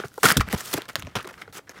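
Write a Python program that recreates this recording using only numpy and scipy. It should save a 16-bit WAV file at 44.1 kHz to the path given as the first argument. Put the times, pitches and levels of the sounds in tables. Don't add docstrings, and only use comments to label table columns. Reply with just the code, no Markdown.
import sys
import numpy as np
from scipy import signal
from scipy.fft import rfft, irfft, next_fast_len
from scipy.io import wavfile
from scipy.ndimage import uniform_filter1d, map_coordinates

SR = 44100
rng = np.random.default_rng(int(sys.argv[2]) if len(sys.argv) > 2 else 0)


def generate_wav(signal):
    frames = np.transpose(np.atleast_2d(signal))
    scaled = np.clip(frames, -1, 1) * 32767
    pcm = np.round(scaled).astype(np.int16)
    wavfile.write(sys.argv[1], SR, pcm)


def natural_amplitude(level_db):
    exponent = np.asarray(level_db, float) / 20
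    return 10 ** exponent


N = 79380


def unit(x):
    return x / np.sqrt(np.mean(x ** 2) + 1e-20)


def filtered(x, response):
    m = next_fast_len(N + 8192)
    return irfft(rfft(x, m) * response(np.fft.rfftfreq(m, 1 / SR)), m)[:N]


def colour(points):
    f, v = np.transpose(points)
    return lambda hz: natural_amplitude(np.interp(np.log(hz + 1), np.log(f + 1), v))


def wobble(rate):
    knots = rng.standard_normal(int(N * rate / SR) + 4)
    return map_coordinates(knots, [np.arange(N) * rate / SR])


def resonance(f, centre, width):
    return 1j * f * width / (centre * centre - f * f + 1j * f * width)


# pitch in Hz, width in Hz, level in dB.
BUBBLE_NOTES = [(424, 330, -5.5), (1354, 384, 0), (2070, 670, -3.5), (3210, 1240, -9.5),
                (5420, 2940, -16.5)]


def bubble(f):
    total = 0
    for k, (hz, width, db) in enumerate(BUBBLE_NOTES):
        total = total + (-1) ** k * natural_amplitude(db) * resonance(f, hz, width)
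    return total


def fibres(per_s):
    breaks = (rng.random(N) < per_s / SR) * rng.standard_normal(N)
    size = natural_amplitude(1.2 * rng.exponential(size=N))
    clumps = natural_amplitude(1.6 * (wobble(300) + 0.33 * wobble(69.5)))
    return unit(breaks * size * clumps)


def patchy(x):
    z = signal.stft(x, nperseg=128)[2]
    spots = uniform_filter1d(rng.standard_normal(z.shape), size=3, axis=0)
    spots = uniform_filter1d(spots, size=3, axis=1)
    spot_db = 2.5 * unit(spots)
    return unit(signal.istft(z * natural_amplitude(spot_db), nperseg=128)[1][:N])


# start in seconds, # length in seconds,
# pull at the start in dB, pull at the end in dB, hollowness in dB.
PULL_STROKES = [(0, 0.071, -49.5, -70.5, 14.5), (0.019, 0.036, -68, -59.5, 20.5),
                (0.05, 0.068, -47, -66, -15), (0.116, 0.16, -62, -42, -5), (0.231, 0.035, -24, -20, 3.5),
                (0.269, 0.05, -22, -22.5, 2), (0.322, 0.051, -50, -56, 18.5), (0.367, 0.007, -38.5, -16, -4),
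                (0.387, 0.043, -49, -69, -6), (0.404, 0.008, -36, -28, 10.5), (0.432, 0.053, -85, -56.5, 24),
                (0.498, 0.05, -46.5, -36, 7.5), (0.559, 0.042, -47, -48, 10), (0.574, 0.0398, -40, -35, -1),
                (0.606, 0.072, -46, -41.5, 1), (0.648, 0.011, -41.5, -33, -8),
                (0.675, 0.048, -41.5, -37, -1), (0.728, 0.012, -32.5, -18.5, -7),
                (0.743, 0.038, -48, -34, 4), (0.787, 0.081, -56.5, -73, 21),
                (0.882, 0.019, -54, -43.5, 13), (0.909, 0.038, -57, -66.5, 5), (0.96, 0.013, -42, -65, 16),
                (0.98, 0.02, -52, -48.5, 7.5), (1.002, 0.026, -75, -55.5, 15.5),
                (1.05, 0.097, -71.5, -76, 22.5), (1.154, 0.027, -37, -50, 17.5),
                (1.186, 0.06, -51, -67, 16.5), (1.25, 0.012, -51.5, -68.5, 17),
                (1.267, 0.01, -63, -52.5, 15), (1.288, 0.024, -54, -58.5, 14),
                (1.327, 0.065, -56.5, -71, 9), (1.378, 0.058, -61.5, -63.5, 15),
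                (1.414, 0.013, -54.5, -57, 15), (1.435, 0.071, -75.5, -73, 15.5),
                (1.527, .057, -50, -40, 4), (1.588, 0.025, -50.5, -81, 9), (1.67, .028, -75.5, -76, 23.5),
                (1.695, 0.026, -57.5, -57.5, 9.5), (1.732, 0.057, -72, -62.5, 20)]
# frequency in Hz, level in dB per Hz.
FIBRE_COLOUR = [(1500, -12.5), (2800, -3), (5000, -2.5), (9000, -4), (15500, -8)]


def tearing():
    grip_s, let_go_s = 0.001, 0.0037
    t, pull, hollow = np.arange(N) / SR, np.zeros(N), np.zeros(N)
    for start, length, start_db, end_db, hollow_db in PULL_STROKES:
        u = t - start
        edges = np.clip(u / grip_s + 1, 0, 1) * np.exp(-np.clip(u - length, 0, None) / let_go_s)
        stroke = edges * natural_amplitude(np.interp(u, [0, length], [start_db, end_db]))
        pull = np.maximum(pull, stroke)
        hollow = np.maximum(hollow, stroke * natural_amplitude(hollow_db))

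    def through(breaks, force, response):
        return filtered(breaks * force, response) / np.std(filtered(breaks, response))

    def low(f):
        return resonance(f, 190, 330) ** 2

    hiss, knocks = patchy(fibres(20000)), patchy(fibres(10000))
    card = through(hiss, pull, colour(FIBRE_COLOUR))
    return card + natural_amplitude(-2) * through(knocks, hollow, bubble) + natural_amplitude(-13) * through(knocks, hollow, low)


# time in seconds, peak in dB, pitch in Hz, bright edge in dB.
RIP_SNAPS = [(0.0004, -20.5, 1420, -51), (0.083, -40, 6400, 0.5), (0.1412, -38.5, 1483, -2),
             (0.1787, -30.5, 830, -4.5), (0.2328, -10.5, 1450, -1), (0.2552, -1, 1310, -9.5),
             (0.2864, -12.5, 1750, -15), (0.3027, -10, 1340, -16), (0.3222, -15, 1430, 3),
             (0.3701, -1.5, 3620, -9.5), (0.3971, -15, 1740, -18), (0.487, -18, 1580, -16.5),
             (0.5275, -12.5, 1800, -4), (0.607, -22.5, 1730, -1), (0.7766, -17.5, 1660, -30)]
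# time in seconds, peak in dB, pitch in Hz, bright edge in dB.
PEEL_TICKS = [(0.8005, -34, 1750, -34), (0.8197, -11, 3230, -23.5), (0.855, -21.5, 4200, -27),
              (0.8877, -21, 1840, -12.5), (0.898, -37, 1550, -13), (0.932, -61, 2180, 16),
              (0.9561, 2, 2120, -23.5), (0.9634, -37, 1950, -17), (0.996, -17, 2570, -13.5),
              (1.0237, -9, 2740, -30), (1.0492, -24, 2420, -27), (1.0699, -14, 2530, -36),
              (1.097, -29, 3140, -32), (1.1534, -12, 1740, -44), (1.228, -30.5, 1590, -6),
              (1.2455, -15, 1610, -32), (1.274, -27.5, 1650, -5.5), (1.3409, -19, 1850, -31)]
# time in seconds, peak in dB, pitch in Hz, bright edge in dB.
LAST_CREAKS = [
    (1.4192, -21, 1650, -23),
    (1.478, -31, 1440, -29),
    (1.526, -32, 4000, -21),
    (1.6942, -27.5, 1730, -11),
    (1.7776, -27.5, 1450, -25),
]


def snaps():
    edge_s, rise_s, edge_tilt = 0.004, 0.0011, 0.45
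    out, kicks, t = np.zeros(N + SR), np.zeros(N + SR), np.arange(1000) / SR
    burst = natural_amplitude(-60 * t / edge_s) * (1 - np.exp(-t / rise_s))
    for table, cycles in ((RIP_SNAPS, 17.2), (PEEL_TICKS, 6), (LAST_CREAKS, 17.2)):
        for start, db, hz, edge_db in table:
            r, noise = rng.standard_normal(2), rng.standard_normal((2, len(t)))
            ring = 0
            for gain, ratio in ((1, 1), (0.7, 1.5 + 0.15 * r[0]), (0.6, 2.3 + 0.25 * r[1])):
                ring = ring + gain * np.sin(2 * np.pi * hz * ratio * t) * natural_amplitude(-60 * t * hz * ratio / cycles)
            ring = ring * (1 - np.exp(-t * hz))
            even = np.linalg.norm(burst) / np.linalg.norm(noise * burst, axis=1)
            edge = signal.lfilter([1, 0, -1], [1, -edge_tilt], noise[0]) * burst * even[0]
            i = max(round(start * SR), 0)
            out[i:i + len(t)] += natural_amplitude(db) * (ring + natural_amplitude(edge_db + 11) * edge)
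            kicks[i:i + len(t)] += natural_amplitude(db - 5.5) * noise[1] * burst * even[1]
    return out[:N] + filtered(kicks[:N], bubble)


# time in seconds, peak in dB, pitch in Hz, length in cycles.
CREASE_POPS = [(0.037, -23.5, 1460, 5), (0.117, -49, 1500, 5.9), (.1785, -28.5, 1040, 2),
               (.531, -22, 790, 2.9), (.546, -21, 980, 3.1), (0.2331, -4.5, 1410, 3.8),
               (0.2429, -5, 1660, 1.8), (0.258, -4.5, 1335, 7.7), (.267, -6, 1970, 2.9),
               (0.287, -0.5, 3820, 1.1), (.2975, -17, 1420, 4), (0.3037, -4, 1620, 2.8),
               (.3036, -13.5, 3240, 12), (.315, -11.5, 4900, 8.7), (0.3211, -16, 8430, 20),
               (.355, -29, 1790, 5.4), (0.359, -28, 1700, 7.6), (0.3699, -13.5, 1480, 5),
               (.4095, -13.5, 1250, 2.8), (.4105, -24, 4740, 11), (0.956, -3.5, 3340, 1.66),
               (0.9612, -27, 6530, 11), (.991, -44, 6700, 20), (1.0025, -34, 6250, 9.8),
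               (1.032, -34, 3600, 2.9), (1.075, -40, 5750, 6.4), (1.1564, -18, 2700, 3.4),
               (1.166, -29, 5600, 14), (1.1765, -41, 1180, 7), (1.1985, -30, 1230, 7.7),
               (1.2055, -35.5, 3350, 5.7), (1.214, -31, 1620, 3.6), (1.249, -39, 3900, 7.7),
               (1.273, -30, 1120, 3.1), (1.295, -40, 1420, 3), (1.3079, -35, 1690, 5),
               (1.3826, -42.5, 1600, 6.9), (1.4193, -31, 2160, 10.5), (1.4205, -39, 3130, 11),
               (1.4554, -45, 1610, 5), (1.6784, -37, 1700, 3), (1.694, -26.5, 5780, 4.9),
               (1.6987, -40, 6600, 18), (1.719, -47, 1970, 6.7), (1.759, -52, 1500, 4),
               (1.777, -35, 1260, 4.5), (1.799, -35, 2200, 2.1)]


def pops():
    out, t = np.zeros(N + SR), np.arange(1000) / SR
    for start, db, hz, cycles in CREASE_POPS:
        u, i = 4 * t * hz / cycles, round(start * SR)
        out[i:i + len(t)] += natural_amplitude(db) * u * np.exp(1 - u) * np.sin(2 * np.pi * hz * t)
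    return out[:N]


# time in seconds, level in dB, pitch in Hz, seconds to die by 60 dB.
PACK_FLEXES = [(.0, -23, 437, 0.015), (0.04, -25.5, 494, 0.03), (0.044, -30.5, 171, 0.075),
               (.178, -25.5, 600, 0.016), (0.238, -12, 396.3, 0.074), (0.249, -19, 136, 0.063),
               (0.316, -20, 200, 0.043), (.365, -14, 186.8, 0.084), (0.374, -11, 121.4, 0.06),
               (0.433, -29, 72.7, 0.45), (0.477, -34, 203, 0.068), (.529, -16.5, 272, 0.046),
               (0.542, -15.5, 182.5, 0.029), (0.74, -17, 344.5, 0.039), (0.778, -22.5, 425, 0.025),
               (0.957, -26.5, 607, 0.059), (0.968, -35, 113.8, 0.31), (1.031, -33.5, 98.8, 0.22),
               (0.748, -29, 120, 0.13), (1.156, -24.5, 483, 0.015), (1.163, -25, 147.4, 0.061),
               (1.245, -38, 367.3, 0.18), (1.478, -38.5, 535, 0.023), (1.483, -45, 110.4, 0.12),
               (1.584, -36, 461, 0.05), (1.695, -36.5, 434, 0.021),
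               (0.3831, -12.5, 67, 0.13),
    (.55, -22, 87, 0.045),
    (1.07, -33.5, 713, 0.02),
    (1.073, -37, 324, 0.037),
    (1.169, -39, 81, 0.095),
    (1.254, -32, 436, 0.046),
    (1.31, -39, 610, 0.027),
    (1.341, -47.5, 69, 0.15),
    (1.69, -52, 110, 0.16),
]


def flexes():
    sag, rise_s, rough, waver_hz = 0.278, 0.0021, 0.74, 120
    out = np.zeros(N + SR)
    for start, db, hz, t60 in PACK_FLEXES:
        t = np.arange(int(SR * min(t60, 1 / 3))) / SR
        u, i = t / t60, max(round(start * SR), 0)
        spot = t * waver_hz * np.sqrt(hz / 200)
        waver = [map_coordinates(k, [spot]) for k in rng.standard_normal((2, 128))]
        turns = hz * t60 * (u - sag * (u - (1 - np.exp(-3 * u)) / 3))
        turns = turns + rough * waver[0] / (2 * np.pi)
        tone = np.sin(2 * np.pi * turns)
        tone += 0.5 * np.sin(2 * np.pi * 1.7 * turns + 2 * waver[1])
        tone += 0.29 * np.sin(2 * np.pi * 2.9 * turns - 2 * waver[0])
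        thump = natural_amplitude(-60 * u) * (1 - np.exp(-t / rise_s)) * (1 + rough * waver[1]) * tone
        out[i:i + len(t)] += natural_amplitude(db + 1.5) * thump / np.abs(thump).max()
    return out[:N]


def room(x):
    t = np.arange(SR // 4) / SR
    tail = signal.lfilter([1], [1, -0.5], rng.standard_normal(len(t))) * natural_amplitude(-60 * t / 0.14)
    delayed = np.pad(x, (150, 0))
    return signal.fftconvolve(delayed, tail / np.linalg.norm(tail))[:N]


# frequency in Hz, level in dB per Hz.
BACKGROUND_COLOUR = [(30, -7), (100, 0.5), (450, -10), (1400, -19), (3000, -27.5), (16000, -36.5)]


def background():
    return natural_amplitude(-57 + wobble(15.9)) * unit(filtered(rng.standard_normal(N), colour(BACKGROUND_COLOUR)))


def scene():
    pack = tearing() + snaps() + pops()
    return (pack + flexes() + natural_amplitude(-18.5) * room(pack) + background())[None]


def low_pass(x):
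    return signal.sosfilt(signal.butter(12, 16840, fs=SR, output="sos"), x)


def record(dry):
    limited = dry[0] / (1 + np.abs(dry[0] / 1.05) ** 4) ** (1 / 4)
    heard = filtered(limited, lambda f: (1j * f / (38 + 1j * f)) ** 2 / (1 + (f / 15900) ** 80))
    return low_pass(heard[None])


dry = scene()
out = record(dry)
generate_wav(out)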